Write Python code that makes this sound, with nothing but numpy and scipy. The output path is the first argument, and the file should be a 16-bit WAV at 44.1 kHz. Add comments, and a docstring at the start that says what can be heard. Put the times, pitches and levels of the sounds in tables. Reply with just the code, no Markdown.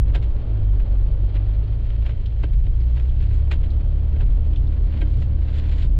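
"""The engine of a four-wheel-drive truck, crawling along packed snow, heard by a microphone on its body.
It sags, then pulls up again: gliding firing orders boom through body resonances over a deep noise rumble.
Tyres roar, crunch and hiss as filtered noise and fractures; snow lumps scuff and ring the panels.
Ruts make loose bodywork knock, ice chips tick, a faint whine holds on, and a limiter rides on the bass."""
import sys
import numpy as np
from scipy import signal
from scipy.fft import rfft, irfft
from scipy.io import wavfile
from scipy.ndimage import uniform_filter1d, minimum_filter1d

SR = 44100
rng = np.random.default_rng(int(sys.argv[2]) if len(sys.argv) > 2 else 0)


def generate_wav(sig):
    """Save sig (samples, or channels by samples) to the path in sys.argv[1] as 16-bit PCM at SR."""
    pcm = np.round(np.clip(np.atleast_2d(sig).T, -1, 1) * 32767).astype(np.int16)
    wavfile.write(sys.argv[1], SR, pcm)


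N = 264145


def undb(db):
    """Decibels to gain."""
    return 10 ** (np.asarray(db) / 20)


def unit(x):
    """Scale to rms 1."""
    return x / np.sqrt(np.mean(x ** 2))


def curves(table):
    """One value a sample for each column after the time column."""
    seconds, *columns = np.transpose(table)
    t = np.arange(N) / SR
    return [np.interp(t, seconds, column) for column in columns]


def gain_at(hz, points):
    """Read a spectrum on a log-frequency axis."""
    point_hz, db = np.transpose(points)
    return undb(np.interp(np.log(hz + 1e-6), np.log(point_hz), db))


def colour(x, points):
    """Filter by a spectrum, falling steeply beyond its ends."""
    hz = np.arange(len(x) // 2 + 1) * SR / len(x) + 1e-6
    lowest_hz, highest_hz = points[0][0], points[-1][0]
    skirts = np.minimum(1, np.minimum(hz / lowest_hz, highest_hz / hz)) ** 4
    return irfft(rfft(x) * gain_at(hz, points) * skirts, len(x))


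def walk(rate):
    """Random levels of rms 1, each held for 1 / rate seconds and smoothed twice."""
    hold = int(SR / rate)
    held = np.repeat(rng.standard_normal(N // hold + 1), hold)
    smooth = uniform_filter1d(uniform_filter1d(held, hold), hold)
    return unit(smooth[:N])


def grains(per_s, spread_db, size=N):
    """Dense tiny fractures: random clicks of unequal strength."""
    strikes = rng.random(size) < per_s / SR
    strength = undb(spread_db * rng.standard_normal(size))
    return unit(strikes * rng.standard_normal(size) * strength)


def chassis(level_db=-18.5, sway_db=2.5):
    """The rutted trail shakes the body and the microphone mount: low noise in uneven swells."""
    # Each row: frequency in Hz, relative level in dB per Hz.
    rumble_spectrum = [(8, -22), (14, -6), (20, -1), (32, -2.5), (46, 2.5), (60, -8), (78, -14),
                       (100, -13.5), (125, -19), (150, -23.5), (180, -36.5), (260, -46.5)]
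    shake = unit(colour(rng.standard_normal(N), rumble_spectrum))
    return shake * undb(level_db + sway_db * walk(6))


def whine(hz=3160, width_hz=110, level_db=-68):
    """A faint, rough whine from the running gear: noise through one narrow resonance."""
    band = signal.iirpeak(hz, hz / width_hz, fs=SR)
    tone = unit(signal.lfilter(*band, rng.standard_normal(N)))
    return tone * undb(level_db + walk(21))


def loose_snow():
    """Change of crunch and powder in dB as the tyres plough through patches, each easing in and out."""
    # Patches of loose snow. Each row: middle in seconds, length in seconds,
    # rise of the crunch in dB, rise of the powder in dB.
    patches = [(1.506, 0.53, 1.5, -1), (1.955, 0.37, 2.5, 1.5), (2.99, 0.32, 0, 9), (3.29, 0.31, 5.5, 8),
               (4.24, 0.42, 1.5, -1), (4.955, 0.28, 6.5, 3), (5.115, .12, 2, 9), (5.213, 0.12, 2, 15.5),
               (5.56, 0.32, 6.5, 10), (5.773, 0.29, 6.5, 14)]
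    t = np.arange(N) / SR
    total_db = 0
    for middle, length, *rises_db in patches:
        swell = np.cos(np.pi * np.clip((t - middle) / length, -.5, .5))
        total_db = total_db + np.outer(rises_db, swell)
    return total_db


def tyres(revs, roar_gain_db=2.5, bite_depth_db=1.0):
    """Tread packs snow in quick, uneven bites; crust and powder grow with speed and vary in loose snow."""
    # Dull roar of the tread. Each row: time in seconds, level in dB before roar_gain_db and the bites.
    roar_levels = [(0.03, -45), (0.35, -43.5), (0.8, -44), (1.63, -46), (2.09, -48.5), (2.6, -50),
                   (3.58, -46), (3.79, -46), (4.13, -45.5), (5.3, -46), (5.65, -45), (5.96, -45.5)]
    # Tyre roar, breaking crust and thrown powder. Each row: frequency in Hz, relative level in dB per Hz.
    roar_spectrum = [(120, -13), (200, 2.5), (300, 3), (430, -1.5), (500, -4.5), (570, -3), (720, -10),
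                     (950, -15), (1400, -20.5), (3000, -38)]
    crust_spectrum = [(600, -9), (1300, 0.5), (2200, 2.5), (2850, 1.5), (3150, -1), (3500, -2), (4400, -3),
                      (5000, -13.5), (5700, -21.5), (7500, -27.5), (9000, -35)]
    powder_spectrum = [(2000, -14), (3500, 7.5), (4600, 3), (5500, -1), (6300, -8), (7200, 2), (7700, -7),
                       (8500, -18.5), (11000, -29.5)]
    cruise_crust_db, crust_db_per_octave = -60, 0.5
    cruise_powder_db, powder_db_per_octave = -78, 3

    roar_db, = curves(roar_levels)
    loose_crust_db, loose_powder_db = loose_snow()
    crust_db = cruise_crust_db + crust_db_per_octave * revs + loose_crust_db
    powder_db = cruise_powder_db + powder_db_per_octave * revs + loose_powder_db
    bite_db = bite_depth_db * (walk(70) + walk(180))

    roar = unit(colour(rng.standard_normal(N), roar_spectrum))
    crust = unit(colour(grains(per_s=5500, spread_db=0.5), crust_spectrum))
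    powder = unit(colour(grains(per_s=2500, spread_db=1.0), powder_spectrum))
    out = roar * undb(roar_db + roar_gain_db + bite_db / 2)
    out = out + crust * undb(crust_db + bite_db)
    return out + powder * undb(powder_db + bite_db)


def chips(width_hz=1100, decay_s=0.011):
    """Hard bits of ice flicked against the body: brief bursts of noise in a narrow, bright band."""
    # Each row: start in seconds, centre of the band in Hz, peak level in dB.
    ice_ticks = [(1.113, 3900, -50.5), (2.258, 3500, -40.5), (2.803, 4300, -51), (3.093, 3000, -44.5),
                 (3.218, 7200, -62), (3.343, 7200, -58.5), (3.703, 3934, -46), (3.733, 3242, -51.5),
                 (4.559, 3230, -36.5), (4.67, 3710, -46.5), (5.66, 3100, -45), (5.822, 3825, -43)]
    out = np.zeros(N)
    t = np.arange(SR // 20) / SR
    for start, hz, db in ice_ticks:
        edges_hz = [hz - width_hz / 2, hz + width_hz / 2]
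        band = signal.butter(2, edges_hz, "band", fs=SR, output="sos")
        burst = rng.standard_normal(len(t)) * np.exp(-t / decay_s)
        tick = signal.sosfilt(band, burst)
        i = int(start * SR)
        out[i:i + len(t)] += undb(db) * tick / np.abs(tick).max()
    return out


def panel_ring(tilt_db, lag_cycles=2.49, build_s=0.0008, scatter_db=1.5):
    """One contact rings the bodywork: modes build up quickly, low ones later, a little differently each time."""
    # Modes of the front bodywork. Each row: frequency in Hz, level in dB before tilt and scatter,
    # time to fall by 60 dB in seconds.
    modes = [(304, 4, 0.072), (405.6, 2.5, .055), (563, -2, .045), (678, 1.5, .035), (946, 1.5, .038),
             (1420, -7.5, 0.044), (1578, -2, .06), (1914, -5, .05), (2195, -3, .055), (2510, -4.5, .05),
             (2660, -7, 0.059), (2850, -8.5, 0.043), (3110, -7, 0.06), (3740, -13.5, .04),
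             (3960, -12.5, .04)]
    t = np.arange(SR // 5) / SR
    out = 0
    for hz, db, t60 in modes:
        size = undb(db + tilt_db * np.log2(hz / 1000) + scatter_db * rng.standard_normal())
        age = np.maximum(t - lag_cycles / hz, 0)
        build = 1 - np.exp(-age / build_s)
        decay = np.exp(-np.log(1000) * age / t60)
        out = out + size * build * decay * np.sin(2 * np.pi * (hz * age + rng.random()))
    soft_contact = signal.butter(4, 4500, fs=SR, output="sos")  # little treble
    return signal.sosfilt(soft_contact, out)


def knocks(level_db=-4, bounce_s=.004, bounce_db=-10, count=3):
    """A jolt over a rut makes loose bodywork clack and chatter: weakening contacts ring the same modes."""
    # Each row: start in seconds, level in dB before level_db and the bounces, treble tilt in dB per octave.
    jolts = [(0.098, -42.5, -2), (.147, -31.5, -0.5), (.159, -33, -2.5), (.803, -49, -2), (2.433, -33, -2),
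             (2.666, -49.5, -10), (3.307, -42, -2.5), (3.472, -44.5, -4), (3.514, -30.5, 0),
             (3.526, -36.5, 0.5), (4.160, -46.5, 0.5), (5.016, -30.5, -1.5), (5.306, -50, -4),
             (5.649, -47, -4)]
    out = np.zeros(N)
    for start, db, tilt_db in jolts:
        for bounce in range(count):
            delay_s = bounce * bounce_s * rng.uniform(.8, 1.2)
            i = int((start + delay_s) * SR)
            ring = panel_ring(tilt_db)
            out[i:i + len(ring)] += undb(level_db + db + bounce * bounce_db) * ring
    return out


def lumps(rise_s=0.0043, scuff_db=-4, ring_db=-9, grit_db=3, crumble_db=2.0):
    """Each snow lump crumbles in a stuttering swell of fractures that scuffs the body and rings its panels."""
    # Each row: contact in seconds, level in dB before scuff_db and the swell,
    # treble tilt in dB per octave, decay in seconds.
    snow_lumps = [(.085, -45.5, -2, 0.011), (.148, -23, -1, 0.012), (.222, -40.5, 0, 0.02),
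                  (.797, -38, -3, 0.014), (1.346, -34.5, -3.5, .019), (1.9, -43, -0.5, .012),
                  (2.02, -42.5, -1.5, 0.01), (2.058, -33.5, -2, 0.017), (2.09, -37, -2.5, 0.014),
                  (2.432, -33, -1.5, .01), (2.529, -44, 1, 0.009), (2.662, -45.5, -2, .014),
                  (2.967, -35, -3.5, 0.012), (2.995, -39.5, -1, 0.0098), (3.053, -46, -0.5, .008),
                  (3.203, -42.5, -2, .008), (3.22, -42.5, -0.5, .018), (3.515, -24, -.5, 0.0068),
                  (3.525, -29.5, .5, .01), (3.635, -39, -1.5, 0.011), (3.987, -46.5, -3, 0.01059),
                  (4.2, -31.5, -4, 0.019), (4.31, -46, -2, 0.014), (4.45, -45, -2.5, .008),
                  (4.53, -42.5, -0.5, 0.009), (4.72, -45, -2, .012), (4.937, -36.5, -5.5, 0.014),
                  (4.968, -43, -1.5, .014), (5.015, -30.5, -1.5, .008), (5.13, -47, 2.5, .014),
                  (5.221, -36.5, -2, 0.007), (5.475, -45, 0, .025), (5.548, -41, 1.5, .022),
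                  (5.574, -38, 2, 0.015), (5.591, -38, 3, .007), (5.625, -42, -2, .016),
                  (5.689, -39, 2.5, .008), (5.714, -38, 0, .018), (5.783, -38.5, 2.5, .018),
                  (5.82, -35.5, 1.5, .017), (5.848, -44.5, 3.5, .006)]
    # Scuffing snow. Each row: frequency in Hz, relative level in dB per Hz before the tilt.
    scuff_spectrum = [(250, -8.5), (500, -2.5), (1200, -5.5), (1600, -3), (2400, -0.5), (3200, -2.5),
                      (4000, -7), (5000, -17.5), (6200, -29), (7000, -22.5), (8000, -28), (9000, -39.5),
                      (12000, -48.5)]
    out = np.zeros(N + SR)
    t = np.arange(SR // 4) / SR - .04  # seconds from contact
    since = t - .003  # the lump gives way just after contact
    for start, db, tilt_db, decay_s in snow_lumps:
        # a swell with a rounded top
        force = 1 / (np.exp(-since / rise_s) + np.exp(since / max(decay_s, .002)))
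        spectrum = [(hz, level + tilt_db * np.log2(hz / 2500)) for hz, level in scuff_spectrum]
        fractures = grains(per_s=9000, spread_db=grit_db, size=len(t))
        i = int((start + t[0]) * SR)
        out[i:i + len(t)] += undb(db + scuff_db) * force * unit(colour(fractures, spectrum))
    scuff = out[:N] * undb(crumble_db * walk(500))
    ringing = signal.fftconvolve(scuff, panel_ring(tilt_db=-2.5))[:N]
    ringing = unit(ringing) * np.std(scuff)
    return scuff + undb(ring_db) * ringing


def engine(hz, revs, level_db=-17.5, waver_db=1.34, hunt=.002):
    """Firing orders waver as they glide through the body's resonances; higher revs sound harder."""
    # Unequal cylinders give half orders. Each row: multiple of the firing rate,
    # relative level at cruise in dB, growth in dB per octave of revs.
    orders = [(.5, -11, 3.5), (1, 0.6, 4), (1.5, -7, 22.5), (2, -3.5, 2), (3, -3.5, 19), (4, -6.5, 19.5)]
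    # How the body passes the engine on. Each row: frequency in Hz, gain in dB.
    body_response = [(25, 1), (47, 0.5), (55, -3.5), (66, -1), (73, -5), (83, -7), (92, -6), (100, -0.5),
                     (111, -11.5), (128, -12), (145, -19), (175, -37), (205, -34), (220, -26), (250, -36.5),
                     (275, -38), (294, -26.5), (450, -39.5)]
    phase = 2 * np.pi * np.cumsum(hz * (1 + hunt * walk(12))) / SR
    out = 0
    for multiple, db, growth_db in orders:
        line = np.sqrt(2) * np.sin(multiple * phase + 2 * np.pi * rng.random())
        strength = undb(db + growth_db * revs + waver_db * walk(9))
        out = out + line * gain_at(multiple * hz, body_response) * strength
    return out * undb(level_db)


def scene():
    """Engine speed drives firing orders, crust and powder; all reach one microphone, with no echo in open snow."""
    # Engine speed and effort. Each row: time in seconds, firing rate in Hz, load in dB.
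    engine_course = [(0.0, 63.96, 0.5), (0.25, 59.78, -1), (0.55, 51.69, -0.5), (0.8, 46.87, -1),
                     (1.2, 46.62, -1), (1.8, 55, 1), (2.3, 55.99, 0), (2.8, 57.28, 1), (3.25, 66.03, 1),
                     (3.7, 70.85, 0), (4.2, 71.81, -1.5), (4.5, 72.73, .5), (5.15, 73.6, 0),
                     (5.6, 72.56, -.5), (5.98, 74.2, 1)]
    cruise_hz = 68.34  # firing rate that the order, crust and powder levels refer to
    hz, load_db = curves(engine_course)
    revs = np.log2(hz / cruise_hz)  # octaves above cruise
    truck = chassis() + whine() + knocks() + engine(hz, revs) * undb(load_db)
    snow = tyres(revs) + chips() + lumps()
    return (truck + snow)[None]


def record(dry, knee_db=-11, hold_s=0.016, ratio=3.1, top_hz=15000):
    """A fast look-ahead limiter holds the peaks down, mostly bass; the treble above top_hz is cut."""
    hold = int(hold_s * SR)
    gain = np.minimum(1, undb(knee_db) / (np.abs(dry) + 1e-9)) ** (1 - 1 / ratio)
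    gain = uniform_filter1d(minimum_filter1d(gain, hold), hold)
    top_cut = signal.ellip(8, .2, 70, top_hz, fs=SR, output="sos")
    return signal.sosfilt(top_cut, dry * gain)


dry = scene()
out = record(dry)
generate_wav(out)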